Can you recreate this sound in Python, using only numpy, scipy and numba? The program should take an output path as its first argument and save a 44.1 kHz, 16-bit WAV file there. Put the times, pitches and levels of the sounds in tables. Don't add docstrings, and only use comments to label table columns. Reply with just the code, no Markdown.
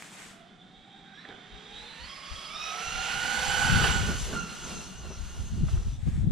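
import sys
import numpy as np
from scipy import signal
from scipy.fft import rfft, irfft
from scipy.io import wavfile
from scipy.ndimage import uniform_filter1d
from numba import njit

SR = 44100
rng = np.random.default_rng(int(sys.argv[2]) if len(sys.argv) > 2 else 0)


def volts_from_decibels(level):
    exponent = np.asarray(level, float) / 20
    return 10 ** exponent


def materialize(psi):
    bounded = np.clip(np.atleast_2d(psi).T, -1, 1)
    quanta = np.round(bounded * 32767).astype(np.int16)
    wavfile.write(sys.argv[1], SR, quanta)


N = 278535
TIME = np.arange(N) / SR
FREQ = np.fft.rfftfreq(N, 1 / SR) + 1
TARMAC_START_S, TARMAC_END_S = 2.85, 4.1
WALL_ENDS_S = 4.07
CORNER_S = 1.57


def unit(x):
    return x / np.sqrt(np.mean(x ** 2))


def band_unit(x, lo_hz, hi_hz):
    return x / np.std(irfft(rfft(x) * ((FREQ > lo_hz) & (FREQ < hi_hz)), N))


def steady(x, seconds):
    return x / np.sqrt(uniform_filter1d(x ** 2, size=int(seconds * SR)))


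def curves(table):
    s, *columns = np.transpose(table)
    gate = np.clip(np.minimum(TIME - s[0] + .05, s[-1] + .05 - TIME) / .05, 0, 1)
    return [gate] + [np.interp(TIME, s, c) for c in columns]


def step(s, width):
    return np.clip((TIME - s) / width + .5, 0, 1)


def swells(table):
    return sum(size * np.exp(-((TIME - s) / max(half_s, .01)) ** 2) for s, size, half_s in table)


def over_hz(table):
    hz, value = np.transpose(table)
    return np.interp(np.log(FREQ), np.log(hz + 1), value)


def coloured(table, x):
    return irfft(rfft(x) * volts_from_decibels(over_hz(table)), N)


@njit
def svf(x, hz, width):
    y, b, l = np.empty(len(x)), 0., 0.
    for i in range(len(x)):
        g, k = np.tan(np.pi * hz[i] / SR), width[i] / hz[i]
        v = (b + g * (x[i] - l)) / (1 + g * (g + k))
        b, l, y[i] = 2 * v - b, l + 2 * g * v, k * v
    return y


def walk(rate):
    k = int(SR / rate)
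    held = np.repeat(rng.standard_normal(N // k + 1), k)
    return 1.3 * uniform_filter1d(uniform_filter1d(held, k), k)[:N]


def grit(spread_db, flicker_db, rate):
    grain_db = spread_db * np.minimum(rng.exponential(size=N), 4.5)
    return rng.standard_normal(N) * volts_from_decibels(grain_db + flicker_db * walk(rate))


def pair(colour, spread_db, flicker_db, rate, unlike):
    mid, side = (coloured(colour, grit(spread_db, flicker_db, rate)) for _ in range(2))
    return np.array([mid + unlike * side, mid - unlike * side])


def whine(hz, orders, waver, throb_db, clear_db=0):
    out = 0
    for order, line_db, skirt_db, share in orders:
        pitch = order * hz * (1 + waver * walk(30))
        line = np.sqrt(2) * np.sin(2 * np.pi * np.cumsum(pitch) / SR)
        skirt = svf(svf(rng.standard_normal(N), pitch, share * pitch), pitch, 2 * share * pitch)
        skirt = steady(skirt, .15)
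        throb = steady(volts_from_decibels(throb_db * walk(35)), .2)
        out = out + throb * (volts_from_decibels(line_db + clear_db) * line + volts_from_decibels(skirt_db) * skirt)
    return out


def strike(table, crack_share, crack_width, snap, rise_s=.0025):
    out, t = np.zeros((2, N + 8192)), np.arange(8192) / SR
    for (s, db, hz, t60, pan_db), crack in zip(table, rng.standard_normal((len(table), 8192))):
        for _ in range(2):
            crack = svf(crack, np.full(8192, 1. * hz), np.full(8192, crack_width * hz))
        ring = np.sin(2 * np.pi * hz * t) + crack_share * unit(crack) + snap * np.exp(-t * SR / 2)
        decay = np.exp(-np.log(1000) * t / t60)
        rise = 1 - (snap == 0) * np.exp(-(t / rise_s) ** 2)
        i = int(s * SR)
        out[:, i:i + 8192] += volts_from_decibels(db + np.array([[pan_db], [-pan_db]]) / 2) * ring * decay * rise
    return out[:, :N]


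# (frequency [Hz], density [dB per Hz])
TOWN_COLOUR = [(35, -34), (60, -15), (183, 9), (440, -8.5), (580, -9), (772, -4), (927, -17), (2770, -20),
               (3560, -8), (4270, -22), (8280, -31), (14000, -60)]


def town():
    return volts_from_decibels(-57) * band_unit(pair(TOWN_COLOUR, spread_db=1.3, flicker_db=0.5, rate=5, unlike=0.33), 100, 630)


# (time [s], level [dB])
RUSTLES = [
    [(0, -53.5), (.1, -55.5), (.2, -51.5), (.3, -55), (.38, -68), (.5, -84)],
    [(5.88, -90), (6.0, -65.5), (6.09, -59.5), (6.2, -61.5), (6.32, -75)],
]
# (frequency [Hz], density [dB per Hz])
RUSTLE_SPECTRUM = [(240, -14), (400, -5.5), (518, -10), (640, -5.5), (734, -6.5), (1820, -2), (4960, -11.5),
                   (7930, -8), (15000, -33)]


def rustle():
    level = sum(on * volts_from_decibels(db) for on, db in map(curves, RUSTLES))
    fibres = pair(RUSTLE_SPECTRUM, spread_db=1.8, flicker_db=1.0, rate=50, unlike=.5)
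    return level * band_unit(fibres, 5000, 11000)


# (time [s], peak [dB], ring [Hz], decay t60 [s], left minus right [dB])
DRY_TICKS = [
    (.0235, -24, 2300, .006, 2),
    (.22, -35, 2200, .012, 4),
]


def ticks():
    return strike(DRY_TICKS, crack_share=.2, crack_width=2, snap=1.6) / 2


# (time [s], level [dB], half length [s], sharpness [dB], left minus right [dB])
PORT_GUSTS = [(1.548, -50.5, 0.021, -21, 6), (1.797, -57, 0.067, -28, 6), (2.038, -49.5, 0.033, -24, 0),
              (2.336, -44.5, 0.021, -24, 12), (2.605, -57.5, 0.097, -7, -3), (2.869, -51, 0.017, -3, -12),
              (2.964, -41.5, 0.031, -4.5, 4), (3.187, -49.5, 0.087, 3.5, 2), (3.485, -43.5, 0.084, -1, -8),
              (3.696, -44, 0.12, 6, 2), (3.749, -29, 0.04, 3, 8.5), (3.89, -32, 0.14, -1.5, 5),
              (4.038, -34, 0.071, 0.5, -1.5), (4.2, -38.5, 0.085, -25, -5), (4.383, -46, 0.05, 7.5, -2.5),
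              (4.718, -48.5, 0.1, 3.5, -3.5), (5.095, -43, 0.087, -3, -2.5), (5.223, -41.5, 0.028, -19, 18),
              (5.424, -37, 0.071, -9, -4), (5.598, -31.5, 0.045, 0.5, 2.5),
              (5.764, -29.5, 0.12, -12.5, -0.5), (6.079, -30, 0.0096, 3, 8), (6.192, -28, 0.058, -6.5, 3),
              (6.292, -31.5, 0.036, 4, 2.5)]
# (time [s], level [dB])
EARLY_PUFFS = [(.28, -61), (.55, -66), (.78, -61), (1.02, -64), (1.46, -73), (.42, -69), (.66, -70),
               (1.17, -71), (2.18, -63), (2.28, -61)]


def gusts():
    deep = np.full((2, N), volts_from_decibels(-80) ** 2)
    sharp = deep * volts_from_decibels(-12) ** 2
    puffs = [(s, db, 0.023, -21, 0) for s, db in EARLY_PUFFS]
    for s, db, half_s, sharp_db, pan_db in PORT_GUSTS + puffs:
        away = (TIME - s) / max(half_s, .01)
        fall_db = 9 * (np.sqrt(1 + away ** 2) - 1)
        power = volts_from_decibels(db - fall_db) ** 2 * volts_from_decibels(np.array([[pan_db], [-pan_db]]))
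        deep, sharp = deep + power, sharp + power * volts_from_decibels(sharp_db) ** 2
    return np.sqrt(deep), np.sqrt(sharp)


def wind():
    deep, sharp = gusts()
    db = 10 * np.log10(deep[0] * deep[1])
    low_hz = np.clip(82.5 + 0.94 * (db + 23.5), 42, 95)
    low_colour = [(15, 17), (30, 8.5), (42, 5), (130, -4.0), (250, -24), (2000, -5)]
    edge_colour = [(70, -15.5), (140, 4.5), (220, -2.5), (400, -25.5), (800, -43.0), (3000, -60), (9000, -110)]
    out = []
    for side in range(2):
        eddies = volts_from_decibels(5.7 * walk(35))
        low = svf(svf(rng.standard_normal(N), low_hz, 0.55 * low_hz), low_hz, 3.0 * low_hz)
        low = steady(coloured(low_colour, low) * eddies, 0.095)
        edge = coloured(edge_colour, rng.standard_normal(N))
        edge = steady(edge * eddies ** 1.5, 0.066)
        out.append(volts_from_decibels(2.5) * deep[side] * low + sharp[side] * edge)
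    return np.array(out)


# (time [s], gear mesh [Hz], nearness [dB], load on the teeth [dB])
DRIVE_PATH = [(.35, 670, -60.5, 2), (.72, 755, -65, 1), (.97, 778, -61.5, 5), (1.48, 750.2, -58.5, -5),
              (1.78, 825.1, -53, -3.5), (1.98, 900, -54, -8), (2.1, 1078, -51.5, -1.5),
              (2.48, 1116, -49.5, -2.5), (2.7, 1310, -44.5, 2), (2.85, 1352, -44.5, 3.5),
              (3.1, 1436, -40, 4), (3.48, 1489, -36, 3), (3.75, 1485, -34.5, 10), (3.9, 1470, -37, 4),
              (4.17, 1433, -48.5, 7.5), (4.55, 1420, -52.5, 2.5), (5.6, 1410, -61.5, -2.5),
              (5.95, 1327, -65, -14)]


def drive():
    return curves(DRIVE_PATH)


# (order [mesh rates], line [dB], skirt [dB], skirt width [share of pitch])
MESH_ORDERS = [(1., -4.5, -6.5, .035), (1.048, -20, -9, .06), (.94, -26, -15, .07)]


def mesh_fundamental(wheel_hz, mesh_db):
    return volts_from_decibels(mesh_db) * whine(wheel_hz, MESH_ORDERS, waver=.0015, throb_db=1.5)


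# (order [mesh rates], line [dB], skirt [dB], skirt width [share of pitch])
MESH_OVERTONES = [(2., -6.5, -3.5, .045), (3., -8.5, -5, .04)]
# (order [mesh rates], line [dB], skirt [dB], skirt width [share of pitch])
UPPER_ORDERS = [(3.5, -28, -19, .03), (4., -16, -14, .025), (5., -13, -6, .04), (5.4, -30, -12, .05),
                (6., -30, -19, .04), (7., -30, -21, .04)]
# (time [s], gain [dB], half length [s])
SECOND_SWELLS = [(2.12, -8, .1), (2.35, -14, .15), (2.9, 5, .15), (3.25, 5, .15), (4.2, 4, 0.052),
                 (4.45, 4, 0.075), (4.72, 2, 0.073), (5.1, 0.5, 0.1)]
# (time [s], gain [dB], half length [s])
SHRIEK = [
    (4.23, 12, 0.074),
]
# (frequency [Hz], gain [dB])
SHELL_RING = [(2400, -2), (3000, -1), (3500, 2.5), (4000, 2), (4500, 1.5)]


def mesh_overtones(hz, wheel_hz, over_db):
    second = whine(wheel_hz, MESH_OVERTONES[:1], waver=.004, throb_db=1.3, clear_db=1)
    second = volts_from_decibels(swells(SECOND_SWELLS)) * second
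    third = whine(wheel_hz, MESH_OVERTONES[1:], waver=.006, throb_db=2.2)
    third = volts_from_decibels(-4.5 * step(2.9, .3)) * third
    fast = np.clip((hz - 1150) / 300, 0, 1)
    top_db = over_db - 11 * (1 - fast) - 2 * step(TARMAC_END_S, .2) + swells(SHRIEK)
    top = volts_from_decibels(top_db) * whine(wheel_hz, UPPER_ORDERS, waver=.003, throb_db=2.5)
    return coloured(SHELL_RING, volts_from_decibels(over_db) * (second + third)) + top


# (order [pinion rates], line [dB], skirt [dB], skirt width [share of pitch])
PINION_ORDERS = [(1., -14, -4, .04), (.9, -26, -11, .04), (2., -36, -23, .04)]
# (order [pinion rates], line [dB], skirt [dB], skirt width [share of pitch])
CRAWL_ORDERS = [(.88, -17, -8, .04), (.94, -20, -11, .03), (1.06, -26, -16, .035)]
# (time [s], gain [share of pitch], half length [s])
MOTOR_SURGES = [(1.22, .08, .04), (1.85, .07, 0.04), (2.12, .04, 0.039), (2.58, -.03, .03),
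                (2.67, .01, .02), (2.73, .03, 0.017), (2.8, -.02, .04), (4.5, -.015, .05),
                (4.65, 0.0044, .04), (4.95, -.015, .05), (5.12, -0.021, 0.053), (5.22, 0.018, 0.042),
                (5.36, -.02, 0.031), (5.46, .015, .04), (5.66, 0.0026, .04)]
# (time [s], gain [dB], half length [s])
BURSTS = [(.62, 10, .03), (.78, 10, 0.02), (.97, 5, 0.039), (1.16, 10, 0.011), (1.29, 4.5, 0.032),
          (4.15, 3, 0.045), (4.67, 5, 0.03), (4.8, 3.5, 0.057), (5.05, 2, 0.027), (5.22, 1.5, 0.033),
          (5.38, 5, 0.06), (5.52, 0, 0.032), (5.7, 4, 0.056), (1.8, 6, 0.069), (1.95, 0, 0.052),
          (2.63, 3, 0.047), (2.75, -2.5, .04), (2.95, 0.5, .1), (3.15, -6, 0.13)]


def pinion(hz, near_db, slip):
    crawl_hz = np.minimum(3700, 4.9 * hz)
    pinion_hz = np.maximum(4.48 * hz, crawl_hz) * (1 + swells(MOTOR_SURGES))
    level_db = -10 * np.log10(volts_from_decibels(-near_db - 4) ** 2 + volts_from_decibels(41.5) ** 2)
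    level_db = level_db + 1.5 * step(TARMAC_END_S, 0.37) * (walk(19) - .6)
    level_db = level_db - 8 * (1 - step(0.65, 0.19))
    clear_db = 7 * step(2.45, .3)
    tone = whine(pinion_hz * slip, PINION_ORDERS, waver=.006, throb_db=2.5, clear_db=clear_db)
    strand = whine(pinion_hz, CRAWL_ORDERS, waver=.01, throb_db=3)
    tone = volts_from_decibels(swells(BURSTS)) * tone + np.clip((5000 - pinion_hz) / 700, 0, 1) * strand
    return volts_from_decibels(level_db) * tone


# (time [s], overtone gain [dB], half length [s])
GRIP_SWELLS = [(1.98, 8, .06), (2.11, 12, .03), (2.19, -8, 0.046), (2.35, 5, .08), (2.48, 13, 0.052),
               (2.63, 3.5, 0.12), (2.77, -23, 0.042), (2.95, -1.5, .1), (3.3, -5.5, 0.2), (3.75, -2, 0.089),
               (4.75, 4.5, 0.068), (5.35, 0, .08)]
# (time [s], gain [share of pitch], half length [s])
WHEEL_WOBBLES = [(2.2, -0.022, .04), (2.33, 0.013, 0.047), (2.48, -.015, 0.037), (2.6, .015, 0.036),
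                 (2.71, -0.028, 0.036), (4.2, .03, .03), (4.68, .01, 0.049), (4.77, -.02, .035),
                 (4.98, .02, .06), (5.12, -.02, .04), (5.24, 0.01, .05), (5.45, -0.021, 0.042),
                 (5.62, .015, 0.063)]
# (frequency [Hz], gain [dB])
GEAR_TOP_FADE = [(10500, 0), (12200, -22), (15000, -50)]


def gears():
    on, hz, near_db, load_db = drive()
    _, air, sag, bite_db = hops()
    hz = hz * (1 + .015 * air - sag)
    slack_db = -15 * air
    mesh_db = near_db + load_db + slack_db + bite_db
    over_db = near_db + 0.049 * load_db + 0.63 * bite_db + 0.086 * slack_db
    over_db = over_db - 6.5 * np.clip((1000 - hz) / 150, 0, 1)
    over_db = np.minimum(over_db + swells(GRIP_SWELLS), mesh_db + 6)
    smooth = np.clip(np.minimum(TIME - TARMAC_START_S, TARMAC_END_S - TIME) / .15, 0, 1)
    slip = 1 + (.009 - .0075 * smooth) * walk(22)
    wheel_hz = hz * slip * (1 + swells(WHEEL_WOBBLES))
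    mesh = mesh_fundamental(wheel_hz, mesh_db) + mesh_overtones(hz, wheel_hz, over_db) + odd_axles(near_db)
    return coloured(GEAR_TOP_FADE, on * (mesh + pinion(hz, near_db, slip))) + tread(hz, near_db)


# (frequency [Hz], density [dB per Hz])
HISS_COLOUR = [(300, -9), (600, -6.5), (1200, -3), (2200, -0.5), (3000, 1.5), (3800, -3), (5300, -7),
               (7500, -7.5), (8300, -10.5), (9000, -17.5), (10300, -16), (12000, -25.5), (14000, -28.5),
               (15500, -60)]
# (time [s], hiss gain [dB], half length [s])
GRASS_TUFTS = [(4.08, 2.5, 0.053), (4.22, 4, 0.069), (4.45, -3, 0.046), (4.7, 2, 0.16), (5.02, -4.5, 0.13),
               (5.25, 1.5, 0.059), (5.42, 3, 0.025), (5.52, 0, 0.044), (5.7, 4, .05)]
# (frequency [Hz], gain [dB])
GRASS_CANCEL = [(1300, 5), (2200, -2.5), (3600, 1.5), (7500, 2), (9000, -1), (13000, -6)]
# (frequency [Hz], gain [dB])
FAR_CANCEL = [(400, 13), (560, -13), (750, -1.5), (1500, 4), (2200, -0.5), (2800, -5), (3400, -5),
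              (4500, -1.5)]


def tyre_hiss():
    on, _, near_db, _ = drive()
    treble_db = -6.5 - 3.5 * np.maximum(4.82 - TIME, 0)
    treble_db = treble_db - 34 * (1 - step(CORNER_S, 0.56))
    tufts_db = swells(GRASS_TUFTS)
    hiss = 0
    for centre_hz in 350 * 2 ** np.arange(0, 5.6, .5):
        grains = grit(spread_db=2.5, flicker_db=-1.73, rate=7.27)
        band = svf(grains, np.full(N, centre_hz), np.full(N, centre_hz / 2.14))
        lost = np.clip(centre_hz / 9500, 0, 1.5) ** 2.83
        band_db = lost * (treble_db + 11.5) + min(centre_hz / 5000, 1) * tufts_db
        hiss = hiss + band / np.std(band) * np.sqrt(centre_hz / 2000) * volts_from_decibels(band_db)
    hiss = volts_from_decibels(near_db - 3) * coloured(HISS_COLOUR, hiss * volts_from_decibels(.8 * walk(25)))
    on_grass = step(WALL_ENDS_S + 0.16, 1.0)
    hiss = (1 - on_grass) * hiss + on_grass * coloured(GRASS_CANCEL, hiss)
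    hidden = 1 - step(CORNER_S, 0.61)
    hiss = (1 - hidden) * hiss + hidden * coloured(FAR_CANCEL, hiss)
    spray = volts_from_decibels(7.5) * hops()[0] / volts_from_decibels(near_db + 18.5)
    return on * hiss * np.sqrt(1 + spray ** 2)


# (time [s], pitch [Hz], level over nearness [dB])
FREE_WHEEL_PATH = [
    (.9, 1566, -21),
    (1.13, 1570, 4),
    (1.2, 1786, 2),
    (1.27, 1753, -6),
    (1.31, 1620, 6),
    (1.36, 1610, -9),
]
# (time [s], pitch [Hz], level over nearness [dB])
REAR_AXLE_PATH = [
    (1.85, 1710, -15),
    (1.96, 1790, -8),
    (2.05, 1930, 1.5),
    (2.12, 2090, -7),
    (2.27, 2134, -6),
]
# (time [s], mesh [Hz], level over nearness [dB])
WHEELSPIN_PATH = [
    (2.1, 1278, -7),
    (2.3, 1268, -2),
    (2.62, 1258, 10),
]
# (order [mesh rates], line [dB], skirt [dB], skirt width [share of pitch])
WHEELSPIN_ORDERS = [(1., -14, -8, .06), (3., -19, -14, 0.025)]


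def odd_axles(near_db):
    free, free_hz, free_db = curves(FREE_WHEEL_PATH)
    out = free * volts_from_decibels(near_db + free_db) * whine(free_hz / 2, MESH_OVERTONES[:1], waver=.02, throb_db=3)
    lagging, rear_hz, rear_db = curves(REAR_AXLE_PATH)
    rear = whine(rear_hz / 2, MESH_OVERTONES[:1], waver=.008, throb_db=2)
    out = out + lagging * volts_from_decibels(near_db + rear_db) * rear
    spinning, spin_hz, spin_db = curves(WHEELSPIN_PATH)
    front = whine(spin_hz, WHEELSPIN_ORDERS, waver=0.0104, throb_db=-0.5)
    return out + spinning * volts_from_decibels(near_db + spin_db) * front


# (time [s], length [s], first pitch [Hz], last pitch [Hz], level [dB])
BIRD_NOTES = [
    (1.135, .1, 5680, 5440, -66),
    (5.926, 0.045, 3370, 3690, -60),
]


def birds():
    out = np.zeros(N)
    for s, length, first_hz, last_hz, db in BIRD_NOTES:
        u = np.clip((TIME - s) / length, 0, 1)
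        phase = 2 * np.pi * np.cumsum(first_hz + (last_hz - first_hz) * u) / SR
        out += volts_from_decibels(db) * np.sin(np.pi * u) ** 0.32 * np.sin(phase)
    return out * volts_from_decibels(2 * walk(34.6))


# (time [s], thud [dB], time in the air [s], speed lost [share])
HOP_LANDINGS = [(1.25, -47.5, 0.097, 0.0039), (1.299, -72, 0.035, 0.048), (3.831, -34.5, 0.021, 0),
                (4.08, -44.5, 0.021, 0.003), (4.325, -40, 0.14, 0.027), (4.699, -45, 0.031, 0.013),
                (5.039, -54, 0.0406, .025), (5.368, -53.5, 0.033, 0.007), (5.58, -56.5, 0.025, 0.0022),
                (5.759, -51.5, 0.021, 0.0016)]


def hops():
    rise_s, sag_s, bite_s = 0.089, .06, .13
    thud, air, sag, bite_db = 0, 0, 0, 0
    for s, db, air_s, share in HOP_LANDINGS:
        since, down = np.maximum(TIME - s, 0), step(s, .02)
        thud = thud + volts_from_decibels(db - 62 * since) ** 2 * step(s - rise_s / 2, rise_s)
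        air = air + min(air_s * 8, 1) * step(s - air_s, .02) * (1 - down)
        sag = sag + share * since / sag_s * np.exp(1 - since / sag_s)
        bite_db = bite_db + 75 * air_s * down * np.exp(-(since / bite_s) ** 2)
    return np.sqrt(thud), air, sag, bite_db


# (time [s], peak [dB], ring [Hz], decay t60 [s], left minus right [dB])
CHASSIS_BUMPS = [(1.249, -46.5, 296, 0.04, -4), (1.297, -38.5, 194, 0.043, 0), (1.287, -36, 303, 0.027, 0),
                 (1.33, -59, 376, 0.25, -2), (4.085, -32, 221, 0.25, -1), (4.33, -34, 179, 0.19, -6),
                 (5.045, -45, 378, 0.18, 0), (5.1, -45, 387, 0.26, 0)]


def bumps():
    return strike(CHASSIS_BUMPS, crack_share=1.0, crack_width=1.85, snap=0)


# (time [s], peak [dB], ring [Hz], decay t60 [s], left minus right [dB])
STONE_FLICKS = [(1.25, -36, 1740, 0.032, -6), (1.284, -45, 3500, .06, -4), (1.303, -39, 1720, .03, -6),
                (3.838, -23, 2940, 0.053, -6), (3.844, -24, 796, 0.053, -5), (3.878, -26, 3000, .04, -6)]


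def flicks():
    return strike(STONE_FLICKS, crack_share=0.85, crack_width=0.33, snap=0)


def chassis():
    _, _, near_db, _ = drive()
    rolling = step(1.29, 0.079) * (1 - step(5.9, .1))
    level = np.hypot(volts_from_decibels(-55.5 + 1.7 * (near_db + 38.5)), hops()[0])
    colour = [(120, 3.5), (200, -22.0), (340, 10.0), (430, 10.5), (560, 0.5), (700, 2.0), (1500, -1.5), (6000, -83)]
    thud = coloured(colour, grit(spread_db=3, flicker_db=-0.5, rate=31))
    return rolling * level * volts_from_decibels(-2.0) * band_unit(steady(thud, 0.22), 230, 1400)


# (order [mesh rates], line [dB], skirt [dB], skirt width [share of pitch])
KNOB_ORDERS = [(.545, -9.5, -6, 0.17), (.343, -16.5, -20, 0.18)]
# (time [s], gain [dB], half length [s])
KNOB_PATCHES = [
    (1.6, 9, 0.18),
    (1.85, 3, .1),
    (2.3, 0.5, 0.33),
    (2.75, 3.5, 0.079),
    (3.55, 4, 0.2),
]


def tread(hz, near_db):
    drumming = step(1.4, 0.27) * (1 - step(4.11, 0.23))
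    tread_db = near_db - 7 + 6.5 * step(2.66, 0.25) + swells(KNOB_PATCHES)
    return drumming * volts_from_decibels(tread_db) * whine(hz, KNOB_ORDERS, waver=.005, throb_db=1.2)


# (time [s], pitch [Hz], level [dB])
BODY_DRUMMING = [(3.2, 230, -57), (3.32, 224.6, -46), (3.5, 212.5, -60), (4.26, 177, -60), (4.33, 177, -42),
                 (4.42, 188, -48), (4.47, 189, -44), (4.54, 205, -46), (4.59, 200, -60), (4.65, 197, -49),
                 (4.75, 192.5, -43.5), (4.83, 188, -54), (4.88, 190, -45.5), (4.95, 183, -60),
                 (5.3, 200, -57), (5.36, 227, -55), (5.45, 200, -68)]


def hollow_body():
    on, body_hz, body_db = curves(BODY_DRUMMING)
    return on * volts_from_decibels(body_db) * whine(body_hz, [(1., -40, 0, .3)], waver=.02, throb_db=2)


def truck():
    return gears() + hollow_body() + tyre_hiss() + chassis()


# (frequency [Hz], level difference [dB])
PORT_LEVELS = [(110, 2), (370, -1), (690, -7), (1270, -11), (2330, -8), (4290, -3), (7900, -.5),
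               (14500, -9)]
# (frequency [Hz], phase difference [rad])
PORT_PHASES = [(300, 0), (600, -.4), (1200, .5), (2400, 0), (4100, 0), (6000, -1.2), (8200, -2.8),
               (9200, -.2), (11000, 1.1), (14000, -1.1)]
# (frequency [Hz], coherence squared [0 to 1])
PORT_COHERENCE = [(300, .32), (630, .76), (1400, .66), (3000, .8), (5000, .74), (8000, .47), (14000, .1)]


def ports(direct, scattered):
    pan_db = 4 * step(WALL_ENDS_S, 0.22)
    alike = np.sqrt(np.clip(over_hz(PORT_COHERENCE), 0, 1))
    mid = rfft(direct) * np.sqrt((1 + alike) / 2)
    side = rfft(scattered) * np.sqrt((1 - alike) / 2)
    tilt = volts_from_decibels(over_hz(PORT_LEVELS) / 2) * np.exp(.5j * over_hz(PORT_PHASES))
    return irfft(np.array([(mid + side) * tilt, (mid - side) / tilt]), N) * volts_from_decibels(np.array([pan_db, -pan_db]) / 2)


# (time [s], peak [dB], ring [Hz], decay t60 [s], left minus right [dB])
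AIR_SLAPS = [(3.694, -19, 127, 0.11, 18), (3.748, -21.5, 107.5, 0.18, 13), (3.848, -22, 78.7, 0.075, 10),
             (4.225, -31, 53.7, .2, 17), (5.0, -35, 67, .15, 2), (5.39, -34.5, 67, .2, -16),
             (5.565, -19, 62, .08, -2), (5.612, -15.5, 46, 0.12, -4), (5.77, -16.5, 39.6, 0.17, 2),
             (5.885, -22, 45.7, 0.15, 2), (6.23, -18, 45, 0.11, -2), (5.539, -33, 107, 0.036, -1.5),
             (5.629, -8.5, 132, 0.047, 17.5), (5.572, -12, 150, 0.034, -4), (5.925, -17, 120.6, 0.042, 11),
             (3.828, -9, 153, 0.035, 3), (5.731, -7.5, 76.3, 0.054, 7), (6.027, -17, 88, 0.044, 21),
             (6.059, -21, 161, 0.06, 8), (6.087, -11.5, 72.7, 0.044, -5), (6.175, -16, 145, 0.062, 14),
             (6.269, -5.5, 143, 0.033, 23), (6.306, -9, 59, 0.11, 11.5)]


def slaps():
    return strike(AIR_SLAPS, crack_share=.03, crack_width=1, snap=0, rise_s=.006)


# (time [s], peak [dB], ring [Hz], decay t60 [s], left minus right [dB])
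CHASSIS_KNOCKS = [
    (3.839, -20, 1330, 0.045, -3),
    (5.681, -42, 1330, 0.048, -13),
    (5.684, -43, 666, 0.044, -12),
    (5.772, -48, 1300, 0.05, -16),
]


def knocks():
    return strike(CHASSIS_KNOCKS, crack_share=1.0, crack_width=0.78, snap=0)


# (time [s], peak [dB], ring [Hz], decay t60 [s], left minus right [dB])
THIN_EDGES = [(5.574, -34, 330, .04, 0), (5.63, -30.5, 330, 0.05, 6), (5.755, -41.5, 354, .12, -2),
              (6.062, -31, 350, 0.055, 5), (6.24, -38, 400, .04, 3), (6.268, -31, 340, .04, 12)]


def slap_edges():
    return strike(THIN_EDGES, crack_share=0.38, crack_width=0.49, snap=0, rise_s=.006)


def scene():
    direct = truck()
    scattered = np.roll(direct, int(.027 * SR))
    hits = ticks() + bumps() + flicks() + slaps() + knocks() + slap_edges()
    return town() + rustle() + wind() + birds() + ports(direct, scattered) + hits


def low_pass(x):
    return signal.sosfilt(signal.butter(12, 15140, fs=SR, output="sos"), x)


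def record(dry):
    mix = np.tanh(1.793 * dry) / 1.875
    return low_pass(mix)


dry = scene()
out = record(dry)
materialize(out)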